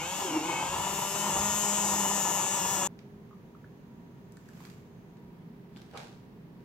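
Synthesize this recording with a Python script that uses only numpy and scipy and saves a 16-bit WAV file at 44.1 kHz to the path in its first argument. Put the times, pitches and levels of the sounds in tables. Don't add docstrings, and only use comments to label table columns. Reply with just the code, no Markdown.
import sys
import numpy as np
from scipy import signal
from scipy.fft import rfft, irfft, next_fast_len
from scipy.io import wavfile
from scipy.ndimage import uniform_filter1d, map_coordinates

SR = 44100
rng = np.random.default_rng(int(sys.argv[2]) if len(sys.argv) > 2 else 0)


def waveform_to_disk(signal):
    frames = np.transpose(np.atleast_2d(signal))
    scaled = np.clip(frames, -1, 1) * 32767
    samples = np.round(scaled).astype(np.int16)
    wavfile.write(sys.argv[1], SR, samples)


N = 292824
TIME = np.arange(N) / SR
RELEASE_S, RELEASE_TAKES_S = 1.302, 0.11

# f/Hz, likeness
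BLENDER_LIKENESS = [(60, 1), (180, 0.84), (550, 0.68), (1650, 0.71), (4970, 0.87), (15000, -0.35)]
ROOM_LIKENESS = [(60, 0.89), (180, 0.98), (550, 0.61), (1650, -0.13), (4970, -0.06), (15000, -0.018)]


def amp(db):
    return 10 ** (np.asarray(db) / 20)


def unit(x):
    return x / np.sqrt(np.mean(x ** 2) + 1e-20)


def along(points, hz):
    f, values = np.transpose(points)
    return np.interp(np.log(hz + 1), np.log(f + 1), values)


def curves(rows):
    times, *columns = np.transpose(rows)
    return [np.interp(TIME, times, column) for column in columns]


def wobble(rate, count=8):
    knots = rng.standard_normal(int(N * rate / SR) + 4)
    steps = np.arange(len(knots) * count) / count
    return np.interp(TIME * rate, steps, map_coordinates(knots, [steps]))


def ramp(start_s, takes_s):
    return (1 - np.cos(np.pi * np.clip((TIME - start_s) / takes_s, 0, 1))) / 2


def swell(s, db, rise_db_per_s, fall_db_per_s):
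    return amp(db - np.maximum(rise_db_per_s * (s - TIME), fall_db_per_s * (TIME - s)))


def nearness(hz, centre_hz, width_hz):
    return 1 / (1 + ((hz - centre_hz) / width_hz) ** 2)


def filtered(x, response):
    size = next_fast_len(N + SR // 2)
    return irfft(rfft(x, size) * response(np.fft.rfftfreq(size, 1 / SR)), size)[..., :N]


def pan(db):
    return amp(np.array([np.atleast_1d(db), -np.atleast_1d(db)]) / 2)


def noise():
    return rng.standard_normal((2, N))


def spread(pair, spectrum, likeness):
    closed = [(spectrum[0][0] / 2, -120), *spectrum, (spectrum[-1][0] * 2, -120)]

    def response(hz):
        blend = np.arccos(np.clip(along(likeness, hz), -1, 1)) / 2
        return amp(along(closed, hz)) * [np.cos(blend), np.sin(blend)]

    mid, side = filtered(pair, response)
    return unit(np.array([mid + side, mid - side]))


def shaft_speed():
    # t/s, f/Hz
    swing = [(0.0, 151), (0.018, 163), (0.09, 180), (0.198, 195), (0.254, 186.9), (0.314, 162.1),
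             (0.39, 150.9), (0.414, 153.8), (0.454, 165.7), (0.488, 169.0), (0.64, 172.4), (0.772, 190.9),
             (0.792, 195.5), (1.11, 198), (1.282, 204), (1.33, 190), (1.43, 204)]
    sag_start_s, sag_hz = 1.63, 11.5
    crest_s, period_s = 2.352, 0.19
    load = ramp(sag_start_s, takes_s=1.03)
    waver_hz = 1.6 * ramp(RELEASE_S, sag_start_s - RELEASE_S) + 2.5 * load
    waver = waver_hz * np.cos(2 * np.pi * (TIME - crest_s) / period_s)
    speed = curves(swing)[0] - sag_hz * load + waver
    return uniform_filter1d(speed, size=SR // 40)


def jar_resonance(f):
    # f/Hz, width/Hz, level/dB
    resonances = [(2207, 33, -1.5), (2573, 55, -12.5), (3115, 87, -12)]
    return sum(amp(db) * nearness(f, hz, width) for hz, width, db in resonances)


def shaft_hum(turns, speed, slosh, freed):
    # multiple of the shaft speed, relative level/dB
    overtones = [(2, -49.5), (3, -44.5), (4, -51), (5, -43), (6, -48.5), (7, -50.5), (9, -47.5), (10, -59),
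                 (14, -55), (15, -47), (17, -54.5), (18, -65), (27, -59), (30, -68)]
    hum_db = -56 + 12 * nearness(speed, centre_hz=202.6, width_hz=7.7) + 3 * freed
    hum = amp(hum_db + 2.1 * wobble(22)) * np.sin(2 * np.pi * turns)
    for multiple, db in overtones:
        level_db = db + 0.3 - 10 * slosh + 2.73 * wobble(14)
        boost = 1 + 5 * slosh * jar_resonance(multiple * speed)
        hum += amp(level_db) * boost * np.sin(2 * np.pi * multiple * turns + 0.296 * wobble(39.63))
    return np.sqrt(2) * hum


def motor_whine(turns, slowed_hz, slosh):
    level_db = -55.5 + 0.3068 * slowed_hz - 9 * slosh + 2.5 * wobble(25)
    tone = np.sin(2 * np.pi * 18 * turns) + 0.42 * np.sin(2 * np.pi * 36 * turns)
    return np.sqrt(2) * amp(level_db) * tone


def scrape(turns, drift_rate, loose, uneven_db, size=2048, count=82):
    phases = np.exp(2j * np.pi * rng.random((4, count)))
    overtones = phases * amp(uneven_db * rng.uniform(-1, 1, count))
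    tracks = unit(irfft(np.pad(overtones, ((0, 0), (1, 0))), size))
    patterns = np.array([np.interp(turns, np.arange(size) / size, track, period=1) for track in tracks])
    drift = wobble(drift_rate)
    repeating = np.cos(drift) * patterns[:2] + np.sin(drift) * patterns[2:]
    return (repeating + loose * noise()) / np.sqrt(1 + loose ** 2)


def gear_rasp(turns, slowed_hz, slosh):
    # f/Hz, level/dB
    spectrum = [(1300, -3), (1600, -8), (2100, -7), (2800, 3), (3200, -6), (3500, 0), (4100, -8),
                (4800, -5)]
    rasp = scrape(turns, drift_rate=4.852, loose=4.7 * slosh, uneven_db=2.0)
    return amp(-41.5 - 0.08 * slowed_hz) * spread(rasp, spectrum, BLENDER_LIKENESS)


def brush_hiss(turns, slowed_hz, slosh):
    # f/Hz, level/dB
    spectrum = [(4400, -29.5), (5000, 1), (5400, 8), (6100, 5), (7000, 10.5), (8200, 4), (9000, -6.5),
                (10200, -10.5), (10900, -2.5), (12400, -1), (13000, -8), (14000, -9), (14600, -13),
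                (15400, -12.5)]
    lowered = ramp(start_s=0.55, takes_s=0.83)
    level_db = -41.5 - 0.1457 * slowed_hz + 5.5 * lowered + 5 * slosh
    bites = amp(4.2 * np.cos(4 * np.pi * (turns + 0.089)))
    hiss = bites * scrape(turns, drift_rate=4.034, loose=1.5 * slosh, uneven_db=2.5)
    return amp(level_db) * spread(hiss, spectrum, likeness=[(7000, 0.11)])


def bearing_squeal(turns, speed, slowed_hz, slosh, freed):
    # share of a turn, f/Hz, relative level/dB
    catches = [(0, 6680, 0), (0.5, 7580, -7.5)]
    level_db = -41 - 0.03 * slowed_hz + 10.5 * freed - 3.13 * slosh
    squeal = np.zeros(N)
    for share, ring_hz, db in catches:
        offset = (turns - share + 0.5) % 1 - 0.5
        pressure = np.exp(2.5 * (np.cos(2 * np.pi * offset) - 1))
        ring = unit(pressure * np.sin(2 * np.pi * ring_hz * offset / speed + 0.17 * wobble(170)))
        squeal += amp(level_db + db + 0.42 * wobble(90)) * ring
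    return squeal


def near_echoes(x, echo_db, count=12):
    response = np.zeros((2, SR // 50))
    for side in response:
        echoes = rng.choice([-1, 1], count) * amp(echo_db) / np.sqrt(count)
        side[rng.integers(SR // 1000, len(side), count)] = echoes
    response[:, 0] = 1
    return signal.fftconvolve(x, response / np.linalg.norm(response[0]), axes=1)[:, :N]


def motor(speed):
    # t/s, strength from 0 to 1
    swirl = [(0, 0.63), (.35, 0.84), (.65, 0.44), (1.0, 0.48), (1.4, 0.34), (2.8, 0.3)]
    slosh, = curves(swirl)
    flutter = slosh * (0.002013 * wobble(18) + 0.00687 * wobble(70))
    turns = np.cumsum(speed * (1 + flutter)) / SR
    slowed_hz = 204.4 - speed
    freed = ramp(RELEASE_S - RELEASE_TAKES_S / 2, RELEASE_TAKES_S)
    left_db = 4.8 + 0.9 * TIME
    tones = shaft_hum(turns, speed, slosh, freed) + motor_whine(turns, slowed_hz, slosh)
    scraping = gear_rasp(turns, slowed_hz, slosh) + brush_hiss(turns, slowed_hz, slosh) * pan(left_db)
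    squeal = bearing_squeal(turns, speed, slowed_hz, slosh, freed) * amp(-left_db / 2) * pan(left_db)
    return tones + near_echoes(scraping, echo_db=-5.5) + squeal


def jar_ring(speed):
    build_s = 0.14
    pulp = spread(noise(), [(1500, 0.00072), (4000, 0)], BLENDER_LIKENESS)
    drive = uniform_filter1d(nearness(speed, centre_hz=169.2, width_hz=8), round(build_s * SR))
    return amp(-59 + 19.5 * drive) * unit(filtered(pulp, jar_resonance))


def juice_churn():
    # t/s, relative level/dB
    strength = [(0.0, -41), (0.62, -36), (1.13, -38), (1.36, -35), (1.5, -37.5), (2.09, -35), (2.62, -36),
                (2.85, -36)]
    # f/Hz, level/dB
    spectrum = [(100, -16), (155, -1), (250, -10), (350, -5), (480, -8.5), (680, -7), (830, 2), (980, 4.5),
                (1120, -7), (1300, -6), (1500, -16), (2200, -18.5)]
    lumps = unit(amp(1.75 * wobble(110) + 1.35 * wobble(25.36)))
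    return amp(curves(strength)[0] + 1.31) * lumps * spread(noise(), spectrum, BLENDER_LIKENESS)


def low_thumps():
    # t/s, level/dB
    thumps = [(0.039, -57), (.70, -47), (1.39, -45), (1.92, -60), (2.66, -60)]
    # f/Hz, level/dB
    spectrum = [(28, -15.5), (45, -14), (75, -1), (120, -7), (200, -29)]
    gain = amp(-59.5) + sum(swell(s, db, rise_db_per_s=300, fall_db_per_s=83) for s, db in thumps)
    return gain * spread(noise(), spectrum, BLENDER_LIKENESS)


def air_pocket():
    # t/s, f/Hz, relative level/dB
    path = [(0.21, 381, -44), (0.252, 378.2, -35.5), (0.31, 314.6, -35.5), (0.37, 307, -28.5),
            (0.402, 297.5, -44), (0.412, 315.2, -36), (0.572, 341.7, -43.5), (0.63, 341.5, -44)]
    pitch_hz, level_db = curves(path)
    trapped = ramp(path[0][0] - 0.03, 0.034) - ramp(path[-1][0], 0.036)
    roughness = 1 + 0.9 * (wobble(90.1) + 1j * wobble(89.9))
    hoot = (roughness * np.exp(2j * np.pi * np.cumsum(pitch_hz) / SR)).real
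    return trapped * amp(level_db - 2) * unit(hoot)


def room_drone():
    # f/Hz, level/dB
    spectrum = [(13, -53), (22, -19), (92, -12.5), (125, -3.5), (228, -2.5), (277, -11), (396, -12.5),
                (582, -21.5), (981, -24), (1360, -30), (1750, -29.5), (2010, -32), (6200, -46), (8620, -52),
                (15800, -44)]
    # f/Hz, level/dB
    tones = [(134.6, -67.5), (172.3, -57.5), (403.7, -63), (952.8, -72.5)]
    drone = amp(-50.5) * spread(noise(), spectrum, ROOM_LIKENESS)
    for hz, db in tones:
        drone += amp(db + 3.1 * wobble(8)) * np.sin(2 * np.pi * hz * TIME + 0.77 * wobble(16))
    return drone


def foam_fizz():
    # f/Hz, level/dB
    spectrum = [(5000, -42), (6400, 11), (7800, -15)]
    level_db, = curves([(3, -86), (5.1, -82.5), (5.5, -108)])
    return amp(level_db) * spread(noise(), spectrum, ROOM_LIKENESS)


def plastic_clicks():
    # t/s, relative snap level/dB, crack/dB and tick/dB compared with the snap
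    clicks = [(2.9904, -60, 6.5, -25), (4.3216, -50.5, -21, -11.5), (4.37, -47, -22, -27),
              (4.4877, -48.5, -19, -21), (4.6044, -56, -6, -7), (4.6518, -48, -4, -17),
              (4.6997, -50, -6, -15), (5.1701, -68, 2, -14), (5.7618, -67.5, 11, -11),
              (5.8175, -57.5, 1, -8), (5.912, -61, 1, -10), (5.9743, -42.5, 0, -17), (6.013, -50, -11, -20),
              (6.606, -74, 5, -7)]
    # lowest f/Hz, highest f/Hz
    bands = [(1200, 4500), (4500, 8500), (8500, 15000)]
    fade_s = 0.013
    out, t = np.zeros((2, N + SR)), np.arange(SR // 8) / SR
    for s, snap_db, crack_db, tick_db in clicks:
        for band, db in zip(bands, (crack_db + 6, -6, tick_db + 3)):
            burst = rng.standard_normal((2, len(t))) * amp(-60 * t / fade_s)
            click = signal.sosfilt(signal.butter(2, band, "bandpass", fs=SR, output="sos"), burst)
            out[:, round(s * SR):][:, :len(t)] += amp(snap_db + db - 21) * unit(click)
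    return out[:, :N]


def hollow_knocks():
    # t/s, relative level/dB, f/Hz
    knocks = [(3.3104, -45.5, 1140), (3.3293, -45.5, 1140), (3.5483, -44, 1230), (3.6418, -42, 1580),
              (4.371, -46.5, 1633), (4.4883, -47, 1620), (4.6049, -44, 950), (5.7623, -47, 3310),
              (5.9384, -44, 1460), (5.9498, -42, 1150), (5.9618, -37, 1170)]
    rise_s, fade_s = 0.00055, 0.026
    out, t = np.zeros(N + SR), np.arange(SR // 8) / SR
    envelope = amp(-60 * t / fade_s) * (1 - np.exp(-t / rise_s))
    for s, db, hz in knocks:
        pair = sum(np.sin(2 * np.pi * (hz * ratio * t + rng.random())) for ratio in (0.95, 1.07))
        out[round(s * SR):][:len(t)] += amp(db - 4.5) * envelope * pair
    return out[:N]


def rub(strokes, spectrum, grain_db):
    grains = noise() * amp(grain_db * wobble(700))
    return sum(swell(*stroke) for stroke in strokes) * spread(grains, spectrum, ROOM_LIKENESS)


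def bag_rustle():
    # t/s, level/dB, rise/(dB/s), fall/(dB/s)
    strokes = [(4.648, -58, 59.5, 88.5)]
    # f/Hz, level/dB
    spectrum = [(530, -13), (900, -4.5), (1830, -7), (3980, -15.5), (7250, -15), (9440, -26),
                (12700, -16.5), (15800, -24)]
    return rub(strokes, spectrum, grain_db=4.0)


def jar_grip():
    # t/s, level/dB, rise/(dB/s), fall/(dB/s)
    strokes = [(5.77, -59.5, 400, 110), (5.98, -49, 318, 105)]
    # f/Hz, level/dB
    spectrum = [(260, -10), (450, 2.5), (522, -16), (792, 0), (1020, -11), (1600, -1), (1720, -7),
                (4660, -10.5), (14200, -30), (15800, -43)]
    return rub(strokes, spectrum, grain_db=5.5)


def base_drag():
    # t/s, level/dB, rise/(dB/s), fall/(dB/s)
    strokes = [(5.95, -47, 800, 130)]
    # f/Hz, level/dB
    spectrum = [(350, 2), (800, 6), (1700, -12), (3000, -9)]
    return rub(strokes, spectrum, grain_db=1.0)


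def room_echo(x):
    # f/Hz, t/s
    fades = [(200, 0.35), (2000, 0.36), (7000, 0.43), (14000, 0.15)]
    hz, t, spectra = signal.stft(rng.standard_normal((2, SR // 2)), SR, nperseg=256)
    tail = signal.istft(spectra * amp(-60 * t / along(fades, hz)[:, None]), SR, nperseg=256)[1]
    return signal.fftconvolve(x, tail / np.linalg.norm(tail[0]), axes=1)[:, :N]


def scene():
    # f/Hz, left minus right level/dB
    shadow = [(200, -1), (900, 2), (3000, 3), (4500, -1), (5400, -6), (6300, -1.5), (7500, 0.5),
              (9600, 11.5), (11000, 8), (14000, 8), (15000, 5.5)]
    left_lead_s, stop_s, room_s = 5e-5, 2.8755, 2.878

    def arrival(hz):
        return pan(along(shadow, hz)) * np.exp(1j * np.pi * left_lead_s * np.array([hz, -hz]))

    speed = shaft_speed()
    blender = motor(speed) + jar_ring(speed) + juice_churn() + low_thumps() + air_pocket()
    background = room_drone() + foam_fizz()
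    handling = plastic_clicks() + hollow_knocks() + bag_rustle() + jar_grip() + base_drag()
    quiet = (background + handling + amp(-4) * room_echo(handling)) * pan(-1.3)
    blender_on = np.clip((stop_s - TIME) / 0.003, 0, 1)
    room_on = np.clip((TIME - room_s) / 0.0061, 0, 1)
    return blender_on * filtered(blender, arrival) + room_on * quiet


def record(dry):
    top_hz = 15850
    return filtered(dry, lambda hz: hz < top_hz)


dry = scene()
out = record(dry)
waveform_to_disk(out)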